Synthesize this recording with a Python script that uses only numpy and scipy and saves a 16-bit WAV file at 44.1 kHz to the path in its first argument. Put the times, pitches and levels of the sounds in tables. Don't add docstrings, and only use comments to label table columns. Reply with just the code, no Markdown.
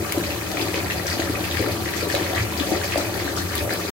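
import sys
import numpy as np
from scipy import signal
from scipy.fft import rfft, irfft
from scipy.io import wavfile
from scipy.ndimage import uniform_filter1d

SR = 44100
rng = np.random.default_rng(int(sys.argv[2]) if len(sys.argv) > 2 else 0)


def output_pcm(signal):
    pcm = np.clip(np.atleast_2d(signal).T, -1, 1) * 32767
    wavfile.write(sys.argv[1], SR, np.round(pcm).astype(np.int16))


N = 176400

# t/s, level/dB
FOAM_RIDE = [(0.02, -35.5), (0.14, -34.5), (0.25, -33), (0.4, -37), (0.5, -35), (0.58, -30.5), (0.7, -33),
             (0.74, -31), (0.89, -36), (0.9, -34), (1.03, -36.5), (1.08, -32), (1.18, -33.5), (1.2, -28),
             (1.27, -34), (1.6, -32), (1.76, -36), (2.01, -31), (2.08, -36), (2.1, -30.5), (2.34, -32.5),
             (2.36, -28.5), (2.48, -36), (2.59, -35.5), (2.6, -29), (2.62, -30.5), (2.91, -32.5),
             (2.92, -31), (3.08, -34.5), (3.3, -32.5), (3.35, -40.5), (3.37, -29), (3.45, -38.5),
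             (3.59, -28.5), (3.67, -41.5), (3.71, -30.5), (3.77, -34.5), (3.88, -32.5)]
# f/Hz, level/dB
FIZZ_EQ = [(280, -50.5), (500, -44.5), (1000, -44.5), (2100, -45), (3200, -48.5), (4600, -54.5),
           (6500, -37.5), (8800, -44), (12000, -39.5), (15500, -41.5)]
# f/Hz, share/1
FIZZ_RIDE_DEPTH = [(2000, 0.21), (5000, 0.44), (9000, .08), (15000, 0.089)]
def fizz(foam_db, flicker_db=1.3):
    out = np.zeros((2, N))
    grains = np.array([[clicks(per_s=14000, spread_db=3.5) for _ in range(2)] for _ in range(2)])
    for k, hz in enumerate(17200 / 2 ** (np.arange(13) / 2)):
        mid, side = band(grains[k % 2], hz / 2 ** .25, hz * 2 ** .25)
        ride_db = at_hz(FIZZ_RIDE_DEPTH, hz) * foam_db + flicker_db * drift(rate_hz=22)
        gain = from_db(at_hz(FIZZ_EQ, hz) + ride_db)
        out += gain * lean(hz) * rms_one(widen(mid, side, hz))
    return out


def plip(hz, lag_s):
    decay_s = 0.0016 * (hz / 1000) ** -0.78
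    delay_s = np.maximum([[lag_s], [-lag_s]], 0)
    t = np.maximum(np.arange(int(12 * decay_s * SR)) / SR - delay_s, 0)
    age = t / decay_s
    envelope = age ** 0.67 * np.exp(-age)
    bend = 1 + 0.021 * (age / 2 - 2)
    return envelope / envelope.max() * np.sin(2 * np.pi * hz * t * bend)


MIC_LAG_S = 0.00031
FILM_DECAY_S = 0.0012
# t/s, f/Hz, level before trim/dB, left over right/dB
POP_CUES = [(0.1213, 2200, -20, 2), (0.1742, 315, -13.5, 4), (0.305, 2590, -21, -1),
            (0.5706, 2300, -19.5, 6), (0.594, 2600, -21, 3), (0.6128, 3500, -19.5, 2),
            (0.623, 350, -17.5, 6), (0.7413, 470, -20.5, 10), (0.7426, 2480, -17.0, -1),
            (0.759, 4230, -21, 5), (0.774, 346, -20.5, 3), (0.7763, 2090, -23.5, 7.5),
            (0.8603, 1940, -25, 1), (0.9013, 1950, -17.5, 5), (0.9081, 2700, -21, 0), (0.922, 4150, -27, 9),
            (0.9964, 1920, -25, 6), (1.069, 5800, -18.5, 6), (1.0805, 1960, -21.5, 5),
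            (1.1005, 4700, -18, 4), (1.129, 4770, -18.5, 1), (1.194, 310, -14.5, 2),
            (1.1933, 670, -25.5, 0), (1.2004, 3850, -23, 10), (1.296, 318, -15.5, 2),
            (1.4424, 2620, -20.5, 1), (1.5122, 3570, -20, -2), (1.5709, 2200, -15, 11),
            (1.603, 457, -14, 6), (1.626, 2030, -21, 15), (1.662, 1360, -24.5, 1), (1.7186, 4300, -21.5, 3),
            (1.858, 2030, -22, 3), (1.8785, 1940, -24.5, 6), (1.9375, 2030, -20, 22),
            (2.0257, 470, -18.5, 6), (2.0693, 384, -19.0, 1), (2.099, 5450, -21.5, 16),
            (2.1, 1820, -18.5, 14), (2.125, 4600, -22, 5), (2.1416, 580, -16, 0), (2.15, 3970, -16, -2),
            (2.211, 327, -15, 5), (2.244, 4400, -27, 1), (2.265, 2060, -22.5, 0), (2.3072, 592, -22, 2),
            (2.3335, 690, -23, 4), (2.361, 1900, -20, 15), (2.3783, 2100, -18, 1), (2.3893, 1870, -25, -2),
            (2.523, 1050, -24, 6), (2.5756, 4750, -20.5, 13), (2.5995, 3480, -17, 2.5),
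            (2.6067, 293, -12.5, 7.5), (2.7034, 6180, -24.5, 7), (2.7186, 310, -14.5, 13),
            (2.7453, 546, -22.0, 3), (2.815, 1520, -25, -0.5), (2.836, 2370, -21.5, 4.5),
            (2.843, 5070, -25, 6.5), (2.8431, 580, -24.5, 1), (2.922, 2550, -17, -0.5),
            (2.9367, 2030, -19.5, 1), (2.9578, 624, -14, 5), (2.959, 2400, -25, -1),
            (2.975, 4840, -17.5, 9), (3.1422, 4600, -25.5, 8.5), (3.2004, 2120, -22.0, 3),
            (3.278, 1580, -23, 11), (3.366, 5600, -21.5, 10), (3.3744, 1400, -22, 1),
            (3.3857, 4060, -19, 2), (3.5412, 2080, -21, 2), (3.579, 3600, -19.5, -2),
            (3.6507, 560, -31, -5.5), (3.694, 2100, -21.5, 7), (3.7066, 1720, -21, 0),
            (3.729, 1680, -25, 15)]
def pops(trim_db=1.5, tick_db=-17.5, spray_db=-15, spray_decay_s=0.015, spray_octaves=0.54):
    out, t = np.zeros((2, N)), np.arange(SR // 10) / SR
    for s, hz, db, left_db in POP_CUES:
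        deep_db = -4.5 if hz < 560 else 0
        gain = from_db(db + trim_db + deep_db) * rms_one(pan(left_db))
        lag_s = MIC_LAG_S * rng.uniform(-1, 1) * min(1, 1000 / hz)
        tick = band(rng.standard_normal((2, len(t))), hz / 2, hz * 4) * np.exp(-t / FILM_DECAY_S)
        neighbours = sparse_noise(len(t), per_s=hz / 4)
        mid, side = band(neighbours, hz / 2 ** spray_octaves, hz * 2 ** spray_octaves)
        spray = rms_one(widen(mid, side, hz)) * np.exp(-t / spray_decay_s)
        add(out, s, gain * plip(hz, lag_s))
        add(out, s, gain * (from_db(tick_db) * tick + from_db(spray_db) * spray))
    return out


# t/s, level/dB
GURGLE_RIDE = [(0.02, -24.5), (0.04, -36), (0.17, -30.5), (0.5, -37.5), (0.51, -30.5), (1.58, -31),
               (1.6, -25.5), (1.67, -25.5), (2.01, -37.5), (2.03, -27.5), (2.13, -30.5), (2.14, -28.5),
               (2.5, -32.5), (2.73, -25), (2.92, -43.5), (2.97, -29.5), (2.98, -25.5), (3.08, -31),
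               (3.38, -28.5), (3.47, -39), (3.63, -25.5), (3.88, -32)]
# f/Hz, level/dB
BUBBLE_EQ = [(240, -65.5), (310, -39.5), (380, -46.5), (470, -52.5), (620, -42), (800, -51), (1000, -46.5),
             (1200, -49.5), (1700, -54.5), (2100, -46), (2500, -42), (3100, -56.5), (4000, -46.5),
             (4800, -47.5), (5800, -57.5), (9000, -59.5)]
def bubbles(gurgle_db, foam_db, per_s=1500):
    out, pitches = np.zeros((2, N)), 250 * 2 ** (np.arange(22) / 4)
    for hz in pitches:
        triggers = clicks(per_s / len(pitches), spread_db=2.5)
        ring = plip(hz, MIC_LAG_S * rng.uniform(-1, 1))
        plips = signal.oaconvolve(triggers[None], ring, axes=1)[:, :N]
        ride_db = gurgle_db if hz < 1000 else foam_db
        out += from_db(at_hz(BUBBLE_EQ, hz) + ride_db) * lean(hz) * rms_one(plips)
    return out


# t/s, level before trim/dB, low cut/Hz, high cut/Hz, left over right/dB
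SNAP_CUES = [(0.123, -9, 2200, 16100, 5.5), (0.1825, -20.5, 4000, 12000, -10), (0.256, -33, 2000, 6000, 3),
             (0.5168, -17, 2000, 9000, 8), (0.6132, -26, 1510, 5960, -9.5), (0.7436, -20, 1500, 5000, -4.5),
             (0.759, -20, 2000, 6000, 5), (0.902, -36, 1300, 4000, -8), (1.0688, -19, 4000, 12000, 5),
             (1.2004, -16, 1800, 6000, 11), (1.616, -20, 7000, 15800, 0), (1.685, -21, 7000, 15800, 10),
             (1.939, -37, 1800, 6000, 14), (2.0882, -22, 7030, 15800, -1), (2.1503, -17.5, 3020, 15000, -3),
             (2.5877, -22, 6040, 15600, 3), (2.7053, -22, 6000, 15800, 6), (2.842, -19, 5030, 15800, 2),
             (2.958, -16, 900, 4000, -7), (2.9764, -17, 3970, 10000, 12), (2.981, -16, 7970, 15800, -2),
             (3.1724, -22, 7070, 15900, 3.5), (3.5534, -11, 8500, 15800, 1),
             (3.5801, -16.5, 2500, 12000, -10), (3.7362, -15.5, 2950, 15800, -3)]
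def snaps(trim_db=-1.5, crack_db=2, crack_decay_s=0.0004):
    out, t = np.zeros((2, N)), np.arange(SR // 60) / SR
    envelope = np.exp(-t / FILM_DECAY_S) + from_db(crack_db) * np.exp(-t / crack_decay_s)
    rms_over_peak = np.sqrt(np.mean(envelope ** 2)) / envelope.max()
    for s, db, low_hz, high_hz, left_db in SNAP_CUES:
        tear = band(rng.standard_normal((2, len(t))) * envelope, low_hz, high_hz)
        add(out, s, from_db(db + trim_db) * rms_over_peak * rms_one(pan(left_db) * tear))
    return out


def crackle(foam_db, level_db=-42.5, decay_s=0.00055, bleed=0.4):
    triggers = np.array([clicks(per_s=210, spread_db=1.5) for _ in range(2)])
    t = np.arange(SR // 300) / SR
    tick = rng.standard_normal((2, len(t))) * np.exp(-t / decay_s)
    ticks = signal.oaconvolve(triggers + bleed * triggers[::-1], tick, axes=1)[:, :N]
    return from_db(level_db + foam_db) * pan(left_db=-1) * rms_one(band(ticks, 2000, 4600))


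# t/s, level at the crest/dB
SIZZLE_CUES = [(1.07, -38), (1.958, -33.5), (2.11, -35), (2.675, -39.5), (2.83, -33.5), (2.975, -38),
               (3.36, -36.5)]
def sizzles(attack_s=0.018):
    out, age = np.zeros((2, N)), np.arange(SR // 5) / SR / attack_s
    for s, db in SIZZLE_CUES:
        bursts = sparse_noise(len(age), per_s=4100)
        grains = rms_one(pan(left_db=-1) * band(bursts, 4300, 7500))
        add(out, s, from_db(db) * grains * age * np.exp(1 - age))
    return out


# f/Hz, level/dB
ECHO_EQ = [(330, 0), (600, 1.5), (2000, 4), (5000, 1.5), (8000, 3), (15000, 11)]
def echoes(x, t60_s, predelay_s):
    t = np.arange(SR) / SR
    mid, side = rfft(rng.standard_normal((2, SR)))
    hz = np.arange(len(mid)) + 1
    wash = irfft(widen(mid, side, hz) * from_db(at_hz(ECHO_EQ, hz)))
    decay = rms_one(from_db(-60 * t / t60_s) * (t > predelay_s))
    return signal.fftconvolve(x, wash * decay / np.sqrt(2 * SR), axes=1)[:, :N]


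# f/Hz, width/Hz, level/dB
ROOM_MODES = [(63.5, 6.2, -50.5), (84.3, 12.9, -35), (109.6, 10.2, -37.5), (151.6, 10.6, -46.5),
              (179, 19, -40.5), (219.5, 9.6, -44.5), (309, 37.6, -39), (346.1, 10.6, -40), (408.4, 38, -44),
              (460, 14, -74), (540.3, 13, -55.5)]
# t/s, level/dB
DEEP_RIDE = [(0, 2), (.12, -6), (.19, 1.5), (.5, -4), (0.848, 0), (1.24, -0.5), (1.33, 1.5), (1.438, -1),
             (1.6, 4.5), (1.921, -2), (2.33, -0.5), (2.419, 9.5), (2.5, -1.5), (2.9, 0), (3.3, -1.5),
             (3.52, 3.5), (3.651, 1.5), (3.9, -6.5)]
def rumble(deep_below_hz=140, leveller_s=0.2):
    deep, upper = np.zeros((2, 2, N))
    for hz, width_hz, db in ROOM_MODES:
        noise = rng.standard_normal((2, N + SR // 4))
        mid, side = band(noise, hz - width_hz / 2, hz + width_hz / 2)[:, -N:]
        boom = from_db(db) * lean(hz) * rms_one(widen(mid, side, hz))
        add(deep if hz < deep_below_hz else upper, 0, boom)
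    power = uniform_filter1d(np.mean(deep ** 2, axis=0), int(leveller_s * SR))
    swell = from_db(np.interp(np.arange(N) / SR, *np.transpose(DEEP_RIDE)))
    return upper + deep * swell * np.sqrt(power.mean() / power)


# f/Hz, left-right correlation/1
CORRELATION = [(100, 0.95), (200, 1), (330, 0.45), (600, 0.49), (1100, 0.42), (2300, -0.52), (3500, -0.26),
               (5500, -0.24), (15000, -0.031)]
def widen(mid, side, hz):
    alike = at_hz(CORRELATION, hz)
    return np.sqrt(1 + alike) * mid + np.sqrt(1 - alike) * side * np.array([[1], [-1]])


# f/Hz, left over right/dB
BALANCE = [(80, 1.5), (170, 0), (320, 5.5), (600, 0), (1100, 3.5), (1800, 9.5), (2700, 0), (4500, 3.5),
           (6500, 2), (9500, -0.5), (15000, -0.3)]
def lean(hz):
    return pan(at_hz(BALANCE, hz))


def pan(left_db):
    return from_db(np.array([[.5], [-.5]]) * left_db)


def from_db(db):
    return 10 ** (np.asarray(db) / 20)


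def rms_one(x):
    return x / np.sqrt(np.mean(x ** 2) + 1e-20)


def at_hz(points, hz):
    f, values = np.transpose(points)
    return np.interp(np.log(hz), np.log(f), values)


def ride(curve):
    s, db = np.transpose(curve)
    return np.interp(np.arange(N) / SR, s, db - db.mean())


def band(x, low_hz, high_hz):
    edges = [low_hz, min(high_hz, SR / 2 - 500)]
    return signal.sosfilt(signal.butter(2, edges, "band", fs=SR, output="sos"), x + 1e-18)


def drift(rate_hz, hop=40):
    pole = np.exp(-2 * np.pi * rate_hz * hop / SR)
    noise = rng.standard_normal(N // hop + 2002)
    slow = signal.lfilter([1], [1, -2 * pole, pole * pole], noise)[2000:]
    return np.interp(np.arange(N) / hop, np.arange(len(slow)), rms_one(slow))


def clicks(per_s, spread_db):
    sizes = from_db(spread_db * np.minimum(rng.exponential(1, N), 5))
    return sizes * rng.choice([-1, 1], N) * (rng.random(N) < per_s / SR)


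def sparse_noise(samples, per_s):
    return rng.standard_normal((2, samples)) * (rng.random((2, samples)) < per_s / SR)


def add(out, s, sound):
    i = int(s * SR)
    out[:, i:i + sound.shape[1]] += sound[:, :N - i]


def scene():
    gurgle_db, foam_db = ride(GURGLE_RIDE), ride(FOAM_RIDE)
    big, small = pops(), bubbles(gurgle_db, foam_db)
    films = snaps() + crackle(foam_db)
    send = small + from_db(-11.5) * films
    tub_send = send + from_db(-8) * big
    tub = echoes(tub_send, t60_s=0.038, predelay_s=0.00053)
    room = from_db(-4) * echoes(send + big, t60_s=0.23, predelay_s=0.007)
    return fizz(foam_db) + big + small + films + sizzles() + tub + room + rumble()


def record(dry, cutoff_hz=15800, end_s=3.905, fade_s=0.01):
    fade = np.clip((end_s - np.arange(N) / SR) / fade_s, 0, 1)
    high_cut = signal.ellip(12, .1, 80, cutoff_hz, fs=SR, output="sos")
    return signal.sosfilt(high_cut, dry * fade)


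dry = scene()
out = record(dry)
output_pcm(out)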